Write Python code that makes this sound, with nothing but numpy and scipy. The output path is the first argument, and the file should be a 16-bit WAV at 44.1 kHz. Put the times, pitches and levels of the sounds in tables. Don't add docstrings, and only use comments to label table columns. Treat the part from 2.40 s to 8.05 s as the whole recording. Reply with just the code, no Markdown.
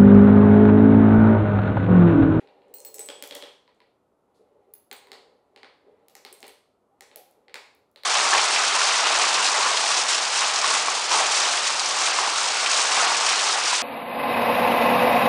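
import sys
import numpy as np
from scipy import signal
from scipy.fft import rfft, irfft
from scipy.io import wavfile

SR = 44100
rng = np.random.default_rng(int(sys.argv[2]) if len(sys.argv) > 2 else 0)


def rack_gain(trim_db):
    fader = np.asarray(trim_db, float)
    return 10 ** (fader / 20)


def wav_out(sig):
    wavfile.write(sys.argv[1], SR, np.round(np.clip(np.atleast_2d(sig).T, -1, 1) * 32767).astype(np.int16))


N = 249165
TOUCH_DELAY_S = 0.0006

# (freq_hz, density_db)
RASP = [(700, -10), (1100, -1.5), (2000, 4), (4300, -6), (5200, -15), (12000, -24.5), (13300, -53.5)]
# (start_s, level_db, board_pitch_hz)
BUMPS = [(.17, -55, 550), (0.2866, -40.5, 412), (0.408, -39.5, 524), (0.549, -37, 420), (.584, -30, 427.5),
         (1.557, -65, 344), (1.994, -40.5, 430), (2.024, -50, 422.5), (2.063, -59.5, 400),
         (2.107, -49.5, 415), (2.151, -44.5, 412), (2.178, -56, 428), (2.275, -43, 393), (2.313, -53, 433),
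         (2.657, -63, 424), (3.4641, -37.5, 405), (3.488, -56.5, 444), (3.518, -60, 393),
         (3.915, -40.5, 377), (4.003, -45, 657), (4.509, -55, 795), (4.7587, -36.5, 635), (4.966, -53, 420)]

# (board_pitch_hz, thump_db under the crack,
# own pitches [(lift_db, freq_hz, width_hz)], slat knocks [(freq_hz, level_db over the thump, t60_s)])
TOP_SLAT = (540, -19, [(9.3, 3298, 330)], [(571, 2.5, 0.21), (488.4, 0, 0.2), (420, 3, 0.084),
            (288.4, -2, 0.099)])
SHORT_SLAT = (600, -18, [(6.7, 1830, 870)], [(983, 7.4, 0.11), (1050, 1.7, 0.074)])
LONG_SLAT = (675, -23.5, [(3, 2110, 180), (3, 4300, 1100)], [(789, 4.5, 0.11), (404.4, 4.5, 0.11),
             (257.5, -5.5, 0.18)])
SLAT_FOOT = (380, -20.5, [(1.2, 2800, 400)], [(392.6, 1, 0.093), (791, 0, 0.12), (267.5, -2, 0.1)])
HUB = (570, -18.5, [(10, 2000, 460), (3.5, 4440, 310), (0, 4050, 1400)], [(789, 4.5, 0.12),
       (390, -4.5, .1)])
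LOW_SLAT = (430, -24.5, [(4.1, 4070, 970)], [(575, 9.3, 0.055)])
RAIL = (610, -12.5, [(5.88, 2730, 640)], [])
EDGE = (396, -25, [(-4, 1000, 1700)], [])
THICK_SLAT = (470, -24.5, [(6.9, 2530, 1140)], [(525, 2.4, 0.1), (966, 1.5, .08)])

# (start_s, crack_db, glass_tick_db, glass_fizz_db)
ON_TOP_SLAT = [(0.6874, -21.5, -38, -48), (0.824, -24, -34.5, -33), (0.9096, -24.5, -42.5, -54.5),
               (0.9533, -24, -42, -47), (1.0238, -24.5, -44.5, -54), (1.0711, -38, -56, -71)]
ON_SHORT_SLAT = [(1.2773, -43.5, -77.5, -104), (1.403, -44, -72.5, -77), (2.6705, -41.5, -73, -65)]
ON_LONG_SLAT = [(2.5132, -24, -41, -49), (2.7172, -26, -45.5, -52.5), (3.2313, -27.5, -59, -74),
                (3.8494, -26, -45.5, -49)]
ON_SLAT_FOOT = [(3.1613, -32.5, -58.5, -70), (4.0283, -26, -49, -50), (4.0792, -32.5, -56, -43),
                (4.7138, -39.5, -94, -83)]
ON_HUB = [(3.7523, -34, -43, -46), (4.6079, -34, -42.5, -49), (5.0818, -39.5, -67.5, -100)]
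ON_THICK_SLAT = [(5.1421, -21.5, -38.5, -46.5)]
ON_LOW_SLAT = [(5.5597, -33.5, -57, -60.5), (5.6348, -27.5, -49.5, -49)]
ON_RAIL = [(0.0733, -41, -76, -100), (0.2189, -50, -92, -85), (0.3392, -42.5, -65, -45.5),
           (0.4487, -38, -42, -40.5), (0.5835, -38, -36, -67)]
ON_EDGE = [(0.5929, -30.5, -36.5, -33.5), (1.9474, -62, -83, -90), (2.3386, -46.5, -76, -44),
           (3.6836, -42, -54.5, -49.5), (3.9266, -39.5, -48.5, -43.5), (4.7589, -32, -44, -34)]
LANDINGS = [(TOP_SLAT, ON_TOP_SLAT), (SHORT_SLAT, ON_SHORT_SLAT), (LONG_SLAT, ON_LONG_SLAT),
            (SLAT_FOOT, ON_SLAT_FOOT), (HUB, ON_HUB), (LOW_SLAT, ON_LOW_SLAT),
            (THICK_SLAT, ON_THICK_SLAT), (RAIL, ON_RAIL), (EDGE, ON_EDGE)]


def evened(x):
    return x / np.sqrt(np.mean(x ** 2) + 1e-20)


def read(points, hz):
    f, value = np.transpose(points)
    return np.interp(np.log(hz + 1), np.log(f + 1), value)


def add(mix, start_s, sound):
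    part = mix[round(start_s * SR):][:len(sound)]
    part += sound[:len(part)]


def ring(hz, t60_s, rise_s, length_s):
    t = np.arange(round(length_s * SR)) / SR
    decay = rack_gain(-60 * t / t60_s)
    return np.sin(2 * np.pi * hz * t) * decay * (1 - np.exp(-t / rise_s))


def coloured(points):
    hz = np.fft.rfftfreq(N, 1 / SR)
    spectrum = rfft(rng.standard_normal(N)) * rack_gain(read(points, hz))
    return evened(irfft(spectrum, N))


def air():
    # (freq_hz, density_db)
    air_colour = [(12, -57.5), (20, -25), (93, -8.5), (148, -10), (234, -5.5), (550, -3.5), (850, -10),
                  (1390, -15), (1640, -27.5), (4000, -36), (12800, -37), (13300, -72.5), (22000, -100)]
    return rack_gain(-69) * coloured(air_colour)


def earlier_landing():
    t = np.arange(N) / SR
    return rack_gain(-59 - 60 * t / 0.36) * coloured(RASP)


def scuffs():
    # (start_s, level_db)
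    skids = [
        (1.94, -70.5),
        (.46, -68.5),
    ]
    rise_s, t60_s = 0.015, 0.4
    swell = np.zeros(N)
    t = np.arange(SR // 2) / SR
    for start_s, level_db in skids:
        add(swell, start_s, rack_gain(level_db - 60 * t / t60_s) * (1 - np.exp(-t / rise_s)))
    return swell * coloured([(1500, -21.5), (4300, 0.5), (5500, -8), (11500, -10.5), (13500, -30)])


def board(centre_hz, octaves, damping):
    # (freq_hz, width_hz, level_db)
    board_modes = [(264, 46, -23.5), (295, 15, -1), (411.8, 30, 7.5), (449, 10, -8), (469, 42, 5.5),
                   (529, 65, 9.5), (731.7, 20, -0.5), (800.6, 40.8, 7.5), (930, 37.6, 2.5), (1240, 174, -5)]
    body = 0
    for hz, width_hz, level_db in board_modes:
        off_centre = np.log2(hz / centre_hz) / octaves
        t60_s = 2.2 / width_hz / damping
        body = body + rack_gain(level_db - 8.4 * off_centre ** 2) * ring(hz, t60_s, 0.00054, 0.12)
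    return body / abs(body).max()


def rolling():
    # (start_s, level_db)
    effort = [(0, -58.5), (.12, -61), (.45, -62), (.6, -60.5), (.9, -61), (1.3, -77.5), (1.75, -79.5),
              (2, -70), (2.3, -70.5), (2.45, -77.5), (2.72, -59.5), (3.05, -72.5), (3.4, -63), (3.65, -66),
              (4.3, -88.5), (4.65, -69), (5.3, -71.5), (5.65, -97)]
    t = np.arange(N) / SR
    bumps = rng.standard_normal(N)
    bumps = bumps * rack_gain(2.5 * np.minimum(rng.exponential(1, N), 3))
    bumps = bumps * (rng.random(N) < 500 / SR)
    hum = evened(signal.oaconvolve(bumps, board(458, 1.0, 1.3))[:N])
    rasp = rack_gain(-17) * coloured(RASP)
    return rack_gain(np.interp(t, *np.transpose(effort))) * (hum + rasp)


def spinner(blows, modes, shapes, rattle_db):
    out = np.zeros(N)
    knots = np.arange(0, SR // 2, 300)
    t = np.arange(2000) / SR
    for start_s, blow_db, lean_db, side_db in blows:
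        levels_db = [blow_db + db + min(lean * lean_db, 0) + side * side_db for db, lean, side in shapes]
        for level_db, (hz, t60_s) in zip(levels_db, modes):
            flutter = np.interp(np.arange(SR // 2), knots, rng.standard_normal(SR // 600 + 1))
            add(out, start_s + TOUCH_DELAY_S, rack_gain(level_db + 4.0 * flutter) * ring(hz, t60_s, 0.0003, 0.5))
        high = signal.butter(2, 5000, "highpass", fs=SR)
        rattle = signal.lfilter(*high, rng.standard_normal(2000))
        rattle_level = rack_gain(levels_db[-2] + rattle_db - 60 * t / 0.012)
        add(out, start_s + TOUCH_DELAY_S, rattle_level * rattle)
    return out


def first_spinner():
    # (start_s, level_db, lean_db to one side of the arm, side_modes_db)
    first_blows = [
        (0.3391, -42.5, -16, -2.5),
        (0.4496, -43, 4.5, -0.5),
        (0.5404, -41, -5, -12.5),
        (0.5928, -30.5, -3, -27),
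    ]
    # (freq_hz, t60_s)
    first_modes = [(4231, .3), (7905, .2), (8157, .26), (15108, .07), (15518, .12)]
    # (level_db, lean_share, side_share)
    first_shapes = [(-15.5, -.2, 1.01), (-1.7, 0.88, .01), (-6, -0.93, .01), (6.6, -0.44, 1.2),
                    (0.6, .3, 1.01)]
    return spinner(first_blows, first_modes, first_shapes, rattle_db=2.5)


def second_spinner():
    # (start_s, level_db, lean_db, side_mode_db)
    second_blows = [(2.3361, -37, 21, -3.5), (2.5274, -37, 28, -15), (2.5632, -47.5, -11, -4.5),
                    (3.926, -43, -10, -3), (4.0667, -60, -3, -19), (4.079, -53, 1, 5)]
    # (freq_hz, t60_s)
    second_modes = [(8479, .05), (11087, .03), (14950, .025)]
    # (level_db, lean_share, side_share)
    second_shapes = [(0, -1.5, 0), (0, 0, 1), (-2, 1, 0)]
    return spinner(second_blows, second_modes, second_shapes, rattle_db=-4.0)


def knocks():
    out = np.zeros(N)
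    for (_, thump_db, _, modes), rows in LANDINGS:
        for start_s, crack_db, *_ in rows:
            for hz, level_db, t60_s in modes:
                knock = -rack_gain(crack_db + thump_db + level_db) * ring(hz, t60_s, 0.0023, 0.2)
                add(out, start_s + TOUCH_DELAY_S, knock)
    for start_s, level_db, hz in BUMPS:
        add(out, start_s, rack_gain(level_db - 8.5) * ring(hz, 0.11, 0.0023, 0.2))
    return signal.sosfilt(signal.butter(2, 180, "highpass", fs=SR, output="sos"), out)


def contact(crack_db, tick_db, fizz_db, tocks=()):
    colour = [(300, crack_db - 10.5), (900, crack_db + 14), (1400, crack_db + 11.5),
              (2200, crack_db + 16.0), (4400, crack_db + 13.5),
              (6200, tick_db + 24.5), (9000, tick_db + 24.5),
              (11000, fizz_db + 23.5), (15500, fizz_db + 18.5), (17500, fizz_db - 6.5)]
    hz = abs(np.fft.fftfreq(2048, 1 / SR))
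    gain_db = read(colour, hz)
    for lift_db, peak_hz, width_hz in tocks:
        gain_db = gain_db + lift_db / (1 + (2 * (hz - peak_hz) / width_hz) ** 2)
    log_gain = np.log(rack_gain(gain_db))
    phase = -signal.hilbert(log_gain).imag
    click = np.fft.ifft(np.exp(log_gain + 1j * phase)).real[:1024]
    slips = rng.standard_normal(90) * (rng.random(90) < 0.2) * np.exp(-np.arange(90) / 30)
    return np.convolve(click, np.r_[-1, 0.15 * slips])


def landing(place, crack_db, tick_db, fizz_db):
    board_hz, thump_db, tocks, _ = place
    sound = -rack_gain(crack_db + thump_db + 6) * board(board_hz, 0.69, 1.1)
    add(sound, 0, contact(crack_db, tick_db, fizz_db, tocks))
    return sound


def marbles():
    # (start_s, tick_db, fizz_db)
    clinks = [(.282, -67, -86), (0.384, -43, -47), (0.4027, -37, -49), (0.543, -32, -37), (.5493, -40, -42),
              (.5612, -54, -47), (0.6607, -42, -44), (0.8742, -40, -42.5), (0.9502, -32.5, -38),
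              (1.347, -67, -91.5), (4.0042, -43.5, -56), (4.067, -44.5, -55.5), (4.9108, -61.5, -59.5),
              (5.3492, -66, -61.5), (5.514, -70, -68)]
    out = np.zeros(N)
    for place, rows in LANDINGS:
        for start_s, *levels_db in rows:
            add(out, start_s + TOUCH_DELAY_S, landing(place, *levels_db))
    for start_s, tick_db, fizz_db in clinks:
        add(out, start_s + TOUCH_DELAY_S, contact(tick_db - 8.5, tick_db - 4, fizz_db + 1.0))
    for start_s, level_db, hz in BUMPS:
        add(out, start_s, rack_gain(level_db - 8) * board(hz, 0.32, 1.0))
    return out


def tail():
    # (freq_hz, t60_s)
    room_decay = [(200, 0.27), (500, 0.39), (1000, 0.55), (2000, 0.48), (4000, 0.52), (8000, .45),
                  (16000, 0.2945)]
    # (freq_hz, level_db)
    room_colour = [(200, -7), (600, 8), (1400, 2), (2500, 1), (4500, 1), (9000, -2.5), (15700, -0.5),
                   (16200, -28)]
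    taps = np.zeros(SR)
    at = np.arange(0, SR - 20, 20) + rng.integers(0, 20, (SR - 1) // 20)
    taps[at] = rng.choice([-1., 1.], len(at))
    hz, t, z = signal.stft(taps, SR, nperseg=256)
    gain_db = read(room_colour, hz)[:, None] - 60 * t / read(room_decay, hz)[:, None]
    out = signal.istft(z * rack_gain(gain_db), SR, nperseg=256)[1][:SR]
    out = out * (1 - np.exp(-(np.arange(SR) / SR / 0.0089) ** 2))
    return out / np.linalg.norm(out)


def room(x):
    # (delay_s, level_db)
    reflections = [(.0009, -12.5), (.0033, -10.5), (0.0138, -6), (0.0144, -16), (0.021, -21)]
    early = np.zeros(SR // 10)
    for delay_s, level_db in reflections:
        early[round(delay_s * SR)] = rack_gain(level_db)
    early = signal.lfilter(*signal.butter(1, 7000, fs=SR), early)
    scatter = rng.choice([-1., 1.], 70) * (rng.random(70) < 0.25) * np.exp(-np.arange(70) / 30)
    add(early, 0, np.r_[0.85, 0.3 * scatter])
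    out = signal.oaconvolve(x, early)[:N]
    turn = np.pi * np.arange(N) / SR * 2.3
    for k in range(3):
        share = np.sqrt(2 / 3) * np.cos(turn + k * np.pi / 3)
        out += rack_gain(-2.5) * signal.fftconvolve(x * share, tail())[:N]
    return out


def scene():
    near = marbles() + first_spinner() + second_spinner() + rolling()
    near = signal.sosfilt(signal.butter(2, 190, "highpass", fs=SR, output="sos"), near)
    mix = room(near) + air() + earlier_landing() + knocks() + scuffs()
    return mix[None]


def roll_off(x):
    return signal.sosfilt(signal.butter(12, 17060, fs=SR, output="sos"), x)


def record(dry):
    limited = signal.sosfilt(signal.ellip(8, 0.5, 50, 16400, fs=SR, output="sos"), dry)
    return roll_off(limited)


dry = scene()
out = record(dry)
wav_out(out)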